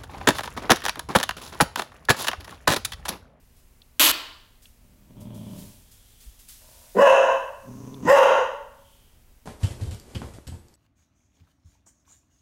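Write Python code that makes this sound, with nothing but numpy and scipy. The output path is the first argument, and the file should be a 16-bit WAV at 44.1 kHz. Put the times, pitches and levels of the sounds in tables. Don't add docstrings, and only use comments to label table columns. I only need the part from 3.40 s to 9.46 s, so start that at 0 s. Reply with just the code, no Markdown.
import sys
import numpy as np
from scipy import signal
from scipy.fft import rfft, irfft
from scipy.io import wavfile
from scipy.ndimage import uniform_filter1d

SR = 44100
rng = np.random.default_rng(int(sys.argv[2]) if len(sys.argv) > 2 else 0)


def persist_wave(psi):
    counts = np.round(np.clip(psi, -1, 1) * 32767).astype(np.int16)
    wavfile.write(sys.argv[1], SR, np.atleast_2d(counts).T)


N = 267113
TIME = np.arange(N) / SR
BINS_HZ = np.maximum(np.arange(32769) * SR / 65536, 1)
SLACK_DB, SLACK_OCTAVES, SLACK_ROUGH = 30, .45, .7

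# centre_hz, width_hz, gain_db
FIRST_MOUTH = [(604.6, 172, 2.5), (937, 193, -1.5), (1497, 210, -9.5), (1689, 86, -10.5),
               (2650, 157, -13.5), (2908, 88, -14.5), (3900, 110, -33.5), (4800, 830, -40.5),
               (6500, 950, -33.5), (8700, 3300, -43)]
SECOND_MOUTH = [(562.5, 160, 5.5), (906, 265, 2), (1392, 145, -3.5), (1887, 260, -13.5), (2723, 450, -13),
                (3017, 73, -16.5), (3465, 350, -31), (5090, 700, -38), (6600, 1140, -30), (9000, 6500, -38)]
LIP_RESONANCES = [(1883, 280, 6.5), (5100, 970, -14.5), (7420, 1800, -17.5), (11500, 4000, -25)]
# centre_hz, width_hz
ANTIRESONANCES = [(2240, 200), (4370, 710)]
# start_s, hold_s, release_s, level_db, pitch_hz, blast_db, windup_lead_s, windup_db, windup_top_hz
BARKS = [(3.567, .075, .085, -0.5, 571.5, -21, .02, -16.5, 270.1),
         (4.663, .04, .14, -0.5, 562.5, -15, .04, -24, 360)]

def barks(attack_s=.065, sag_octaves_per_s=1.3, fray_per_s=4, jaw_open_s=.1, muffle_db=-9.5):
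    out = np.zeros(N)
    air = unit(resonate(rng.standard_normal(N), LIP_RESONANCES))
    for bark, mouth in zip(BARKS, (FIRST_MOUTH, SECOND_MOUTH)):
        start, hold, release, db, hz, blast_db, *_ = bark
        t, slack = swell(attack_s, hold, release)
        past_peak = np.maximum(t, 0)
        pitch = hz * 2 ** (-sag_octaves_per_s * past_peak - SLACK_OCTAVES * slack)
        rough = .27 + fray_per_s * past_peak + SLACK_ROUGH * slack
        call = voice(start, pitch, db - SLACK_DB * slack, rough, mouth,
                     jitter=.11, shimmer_db=7, rasp=1.25, doubling=.42)
        bass = signal.sosfiltfilt(signal.butter(4, 2100, fs=SR, output="sos"), call)
        closed = np.clip(1 - (TIME - start) / jaw_open_s, 0, 1)
        out += bass + undb(muffle_db * closed) * (call - bass)
        out += air * undb(blast_db) * gaussian(start + .056, half_s=.034)
    for hz, width in ANTIRESONANCES:
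        out = signal.lfilter(*signal.iirnotch(hz, hz / width, fs=SR), out)
    return out


def voice(start, hz, db, rough, formants, jitter, shimmer_db, rasp, doubling):
    rough = np.clip(rough, 0, 1)
    cycle = np.cumsum(hz) / SR
    chance = rng.standard_normal((int(cycle[-1]) + 2, 2))
    wobble = np.interp(cycle, np.arange(len(chance)), chance[:, 0])
    phase = np.cumsum(hz * np.exp(jitter * rough * wobble)) / SR
    onsets = np.flatnonzero(np.diff(np.floor(phase)))
    shimmer = undb(shimmer_db * rough[onsets] * chance[cycle[onsets].astype(int), 1])
    alternation = 1 + doubling * (-1) ** np.arange(len(onsets))
    pulses = np.zeros(len(hz))
    pulses[onsets] = shimmer * alternation * np.sqrt(SR / hz[onsets])
    puffs = unit(np.exp(-2 * (phase % 1)) * rng.standard_normal(len(hz)))
    sound = resonate(pulses + rasp * rough * puffs, formants)
    power = uniform_filter1d(sound ** 2, SR // 20)
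    out = np.zeros(N)
    add(out, start, sound / np.sqrt(power + 1e-12) * undb(db))
    return out


def swell(attack_s, hold_s, release_s):
    t = np.arange(-attack_s, hold_s + release_s, 1 / SR)
    return t, np.where(t < 0, t / attack_s, np.maximum(t - hold_s, 0) / release_s) ** 2


# centre_hz, width_hz, gain_db
PARTING_LIPS = [(192, 69, 9.5), (424, 210, 13.5), (1000, 330, -42), (1720, 150, -32)]
TIGHT_THROAT = [(132, 100, 4), (190, 70, 7), (231, 81, 2), (350.3, 70, -4.5), (1000, 128, -10.5),
                (2650, 800, -32), (6300, 1400, -31)]

def windups(rise_octaves_per_s=10, swell_db=13):
    out = 0
    for (bark_start, *_, lead, db, top_hz), formants in zip(BARKS, (PARTING_LIPS, TIGHT_THROAT)):
        t, slack = swell(attack_s=.055, hold_s=0, release_s=.025)
        pitch = top_hz * 2 ** (rise_octaves_per_s * np.minimum(t, 0))
        rough = .25 + SLACK_ROUGH * slack
        out += voice(bark_start - lead, pitch, db - swell_db * slack, rough, formants,
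                     jitter=.22, shimmer_db=8, rasp=.65, doubling=.1)
    return out


# centre_hz, width_hz, gain_db
SHUT_MOUTH = [(120, 72, 3), (178, 80, 5), (237, 35, -4.5), (590, 49, -7), (940, 160, -17),
              (2400, 220, -30.5), (3270, 620, -29)]
GRUMBLES = { "shut": [(1.34, .13, .2, 0.11, -60, 90.5, -.1, .85),
            (1.59, .31, .17, .35, -39.5, 110.9, -.7, .55)],
            "tight": [(4.22, .08, .31, .09, -40, 117, .8, .45)],
            "open": [(3.18, 0.06, .23, .08, -62, 93.4, .8, .95)]}

def grumbles():
    out, formants = 0, {"shut": SHUT_MOUTH, "tight": TIGHT_THROAT, "open": FIRST_MOUTH}
    for shape, calls in GRUMBLES.items():
        for start, attack, hold, release, db, hz, glide, rough in calls:
            t, slack = swell(attack, hold, release)
            pitch = hz * 2 ** (glide * t - SLACK_OCTAVES * slack)
            out += voice(start, pitch, db - SLACK_DB * slack, rough + SLACK_ROUGH * slack,
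                         formants[shape], jitter=.27, shimmer_db=6.5, rasp=1.1, doubling=.25)
    return out


# frequency_hz, gain_db
SPARK_SPECTRUM = [(120, -20), (200, -25.5), (280, -1.5), (400, -12.5), (620, -5), (760, -10), (1000, -1.5),
                  (2000, -4.5), (3000, 2), (4200, -0.5), (5200, -6.5), (7400, -5), (9000, -9), (12300, -1),
                  (15500, -10)]

def sparks(start_s=.596, length_s=.12, rate_hz=285, level_db=-13, droop_db=6.5, arc_s=.0022):
    train, t = np.zeros(int(length_s * SR) + SR // 20), 0
    for noise in rng.standard_normal((64, SR // 100)):
        spent = t / length_s
        if spent > 1:
            break
        samples = int(arc_s * SR * (1 - .55 * spent))
        arc = undb(-15) * noise[1:samples + 1]
        arc[0] += 1
        arc[rng.integers(0, samples, size=2)] += rng.uniform(.72, .8, size=2)
        add(train, t, arc * undb(-droop_db * spent ** 2))
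        jitter = np.interp(spent, (0, 1), (.06, .3))
        t += np.exp(jitter * noise[0]) / (rate_hz * (1 + .35 * spent))
    crackle, out = colour(train, SPARK_SPECTRUM), np.zeros(N)
    add(out, start_s, undb(level_db) * crackle / np.std(crackle[:SR // 20]))
    return out


# peak_s, level_db, half_length_s, whistle_hz
WHEEZES = [(2.1, -63, .2, 3200), (2.7, -68.5, 0.37, 3320), (4.45, -62.5, 0.24, 6100),
           (5.55, -66.5, .22, 3130)]

def wheezes(relative_width=.23):
    out = 0
    for peak, db, half, hz in WHEEZES:
        whistle = unit(resonate(rng.standard_normal(N), [(hz, relative_width * hz, 0)]))
        out += undb(db) * gaussian(peak, half) * whistle
    return out


# start_s, level_db, ring_hz
CLAW_TICKS = [(.4184, -53.5, 3760), (1.1544, -68, 3580), (1.2555, -53, 3130), (4.5431, -51, 3440)]

def claw_ticks(width_hz=1100, decay_s=.0025):
    out, t = np.zeros(N), TIME[:SR // 20]
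    for start, db, hz in CLAW_TICKS:
        contact = rng.standard_normal(len(t)) * np.exp(-t / decay_s)
        tick = resonate(contact, [(hz, width_hz, 0)])
        add(out, start, 2 * undb(db) * tick / np.abs(tick).max())
    return out


# time_s, level_db
BODY_STIR = [(1.9, -70), (2.2, -51), (2.45, -65.5), (2.7, -59), (2.95, -62.5), (3.33, -53), (3.6, -53.5),
             (4.1, -63), (4.55, -62), (5.2, -75), (5.53, -63.5), (5.8, -75)]
# start_s, level_db, decay_s
SCUFFS = [(.16, -61, 0.069), (1.218, -54, .065), (1.8, -53.5, 0.042), (1.939, -54, 0.11), (2.174, -51, .2),
          (2.509, -53, 0.061), (2.799, -52, 0.12), (2.986, -52.5, 0.076), (3.08, -44, .08)]
# frequency_hz, gain_db
RUSTLE_SPECTRUM = [(300, -30.5), (1500, -11), (3500, -5), (7000, -3), (11000, -2), (15500, -6.5)]

def rustles(rise_s=.008, grain_db=.5, grain_samples=64):
    power = undb(np.interp(TIME, *np.transpose(BODY_STIR), left=-np.inf, right=-np.inf)) ** 2
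    for start, db, decay in SCUFFS:
        t = TIME - start
        stroke = np.clip(t / rise_s, 0, 1) * np.exp(-np.maximum(t - rise_s, 0) / decay)
        power += (undb(db) * stroke) ** 2
    noise = rng.standard_normal(N)
    grains = np.repeat(rng.standard_normal(N // grain_samples + 1), grain_samples)[:N]
    return unit(colour(noise * undb(grain_db * grains), RUSTLE_SPECTRUM)) * np.sqrt(power)


def thump(peak_s=2.882, pitch_hz=50, level_db=-36):
    tone = np.sin(2 * np.pi * pitch_hz * (TIME - peak_s))
    return undb(level_db) * gaussian(peak_s, half_s=.014) * tone


# frequency_hz, gain_db
HUSH_SPECTRUM = [(12, -21), (20, 2), (68, -5), (126, -12.5), (148, -19.5), (238, -20.5), (342, -26.5),
                 (382, -23.5), (427, -25.5), (1100, -31), (1410, -32.5), (2840, -32.5), (3450, -36),
                 (15500, -34.5)]

def hush(noise_db=-55.5, hum_hz=240, hum_db=-71):
    noise = unit(colour(rng.standard_normal(N), HUSH_SPECTRUM))
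    return undb(noise_db) * noise + undb(hum_db) * np.sin(2 * np.pi * hum_hz * TIME)


# frequency_hz, t60_s, level_db
REVERBERATION = [(100, 1, -1), (266, .48, -0.5), (566, 0.65, 0.5), (1100, 0.72, 1), (2780, .62, 2),
                 (4800, 0.66, 0), (6570, 0.59, 4), (12060, 0.44, -6.5)]

def room_response(build_s=.012):
    t, table = TIME[:SR], np.array(REVERBERATION)
    spectrum, hz = rfft(rng.standard_normal(SR)), np.arange(SR // 2 + 1)
    centres = np.geomspace(60, 16000, 17)
    tail = 0
    for centre, pick in zip(centres, np.eye(len(centres))):
        weight = np.interp(hz, centres, pick)
        t60, db = lookup(table[:, :2], centre), lookup(table[:, ::2], centre)
        envelope = np.exp(-np.log(1000) * t / t60) * (1 - np.exp(-t / build_s))
        band = irfft(spectrum * weight, SR) * envelope
        tail += undb(db) * unit(band) * np.sqrt(weight.mean())
    return tail / np.sqrt(SR)


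def in_room(x, room, direct_db, wet_db):
    return undb(direct_db) * x + undb(wet_db) * signal.fftconvolve(x, room)[:N]


def resonate(x, modes):
    response = sum(undb(db) / (1 + 1j * hz / width * (BINS_HZ / hz - hz / BINS_HZ)) ** 2
                   for hz, width, db in modes)
    return signal.fftconvolve(x, irfft(response)[:SR // 10])[:len(x)]


def colour(x, points):
    cepstrum = irfft(lookup(points, BINS_HZ) * np.log(10) / 20)
    cepstrum[1:len(BINS_HZ) - 1] *= 2
    cepstrum[len(BINS_HZ):] = 0
    impulse = irfft(np.exp(rfft(cepstrum)))[:SR // 10]
    return signal.fftconvolve(x, impulse)[:len(x)]


def lookup(points, hz):
    frequencies, values = np.transpose(points)
    return np.interp(np.log(hz), np.log(frequencies), values)


def gaussian(peak_s, half_s):
    return np.exp(-((TIME - peak_s) / half_s) ** 2)


def undb(db):
    return 10 ** (np.asarray(db) / 20)


def unit(x):
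    return x / np.sqrt(np.mean(x ** 2))


def add(out, start_s, x):
    i = int(start_s * SR)
    out[i:i + len(x)] += x[:len(out) - i]


# frequency_hz, gain_db
SPARK_DIRECTIVITY = [(300, 2.5), (1000, 2.5), (4900, 0), (6200, -9), (9000, -7), (12300, -7.5), (15500, 2)]

def scene():
    room, crackle = room_response(), sparks()
    out = crackle + undb(-14) * signal.fftconvolve(colour(crackle, SPARK_DIRECTIVITY), room)[:N]
    out += in_room(grumbles() + windups(), room, direct_db=-1, wet_db=-7)
    out += in_room(barks(), room, direct_db=-4, wet_db=-5.5)
    out += in_room(claw_ticks(), room, direct_db=6.5, wet_db=-16)
    return (out + wheezes() + rustles() + thump() + hush())[None]


def record(dry, ceiling_db=-10, release_db_per_s=55, top_hz=15800):
    power = np.abs(uniform_filter1d(dry[0] ** 2, SR // 200))
    excess_db = np.maximum(10 * np.log10(power + 1e-12) - ceiling_db, 0)
    recovery_db = release_db_per_s * TIME
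    cut_db = np.maximum.accumulate(excess_db + recovery_db) - recovery_db
    limited = dry[0] * undb(-cut_db)
    rounded = limited / (1 + (limited / .7) ** 8) ** .125
    return signal.sosfilt(signal.ellip(10, .2, 80, top_hz, fs=SR, output="sos"), rounded)[None]


dry = scene()
out = record(dry)
persist_wave(out)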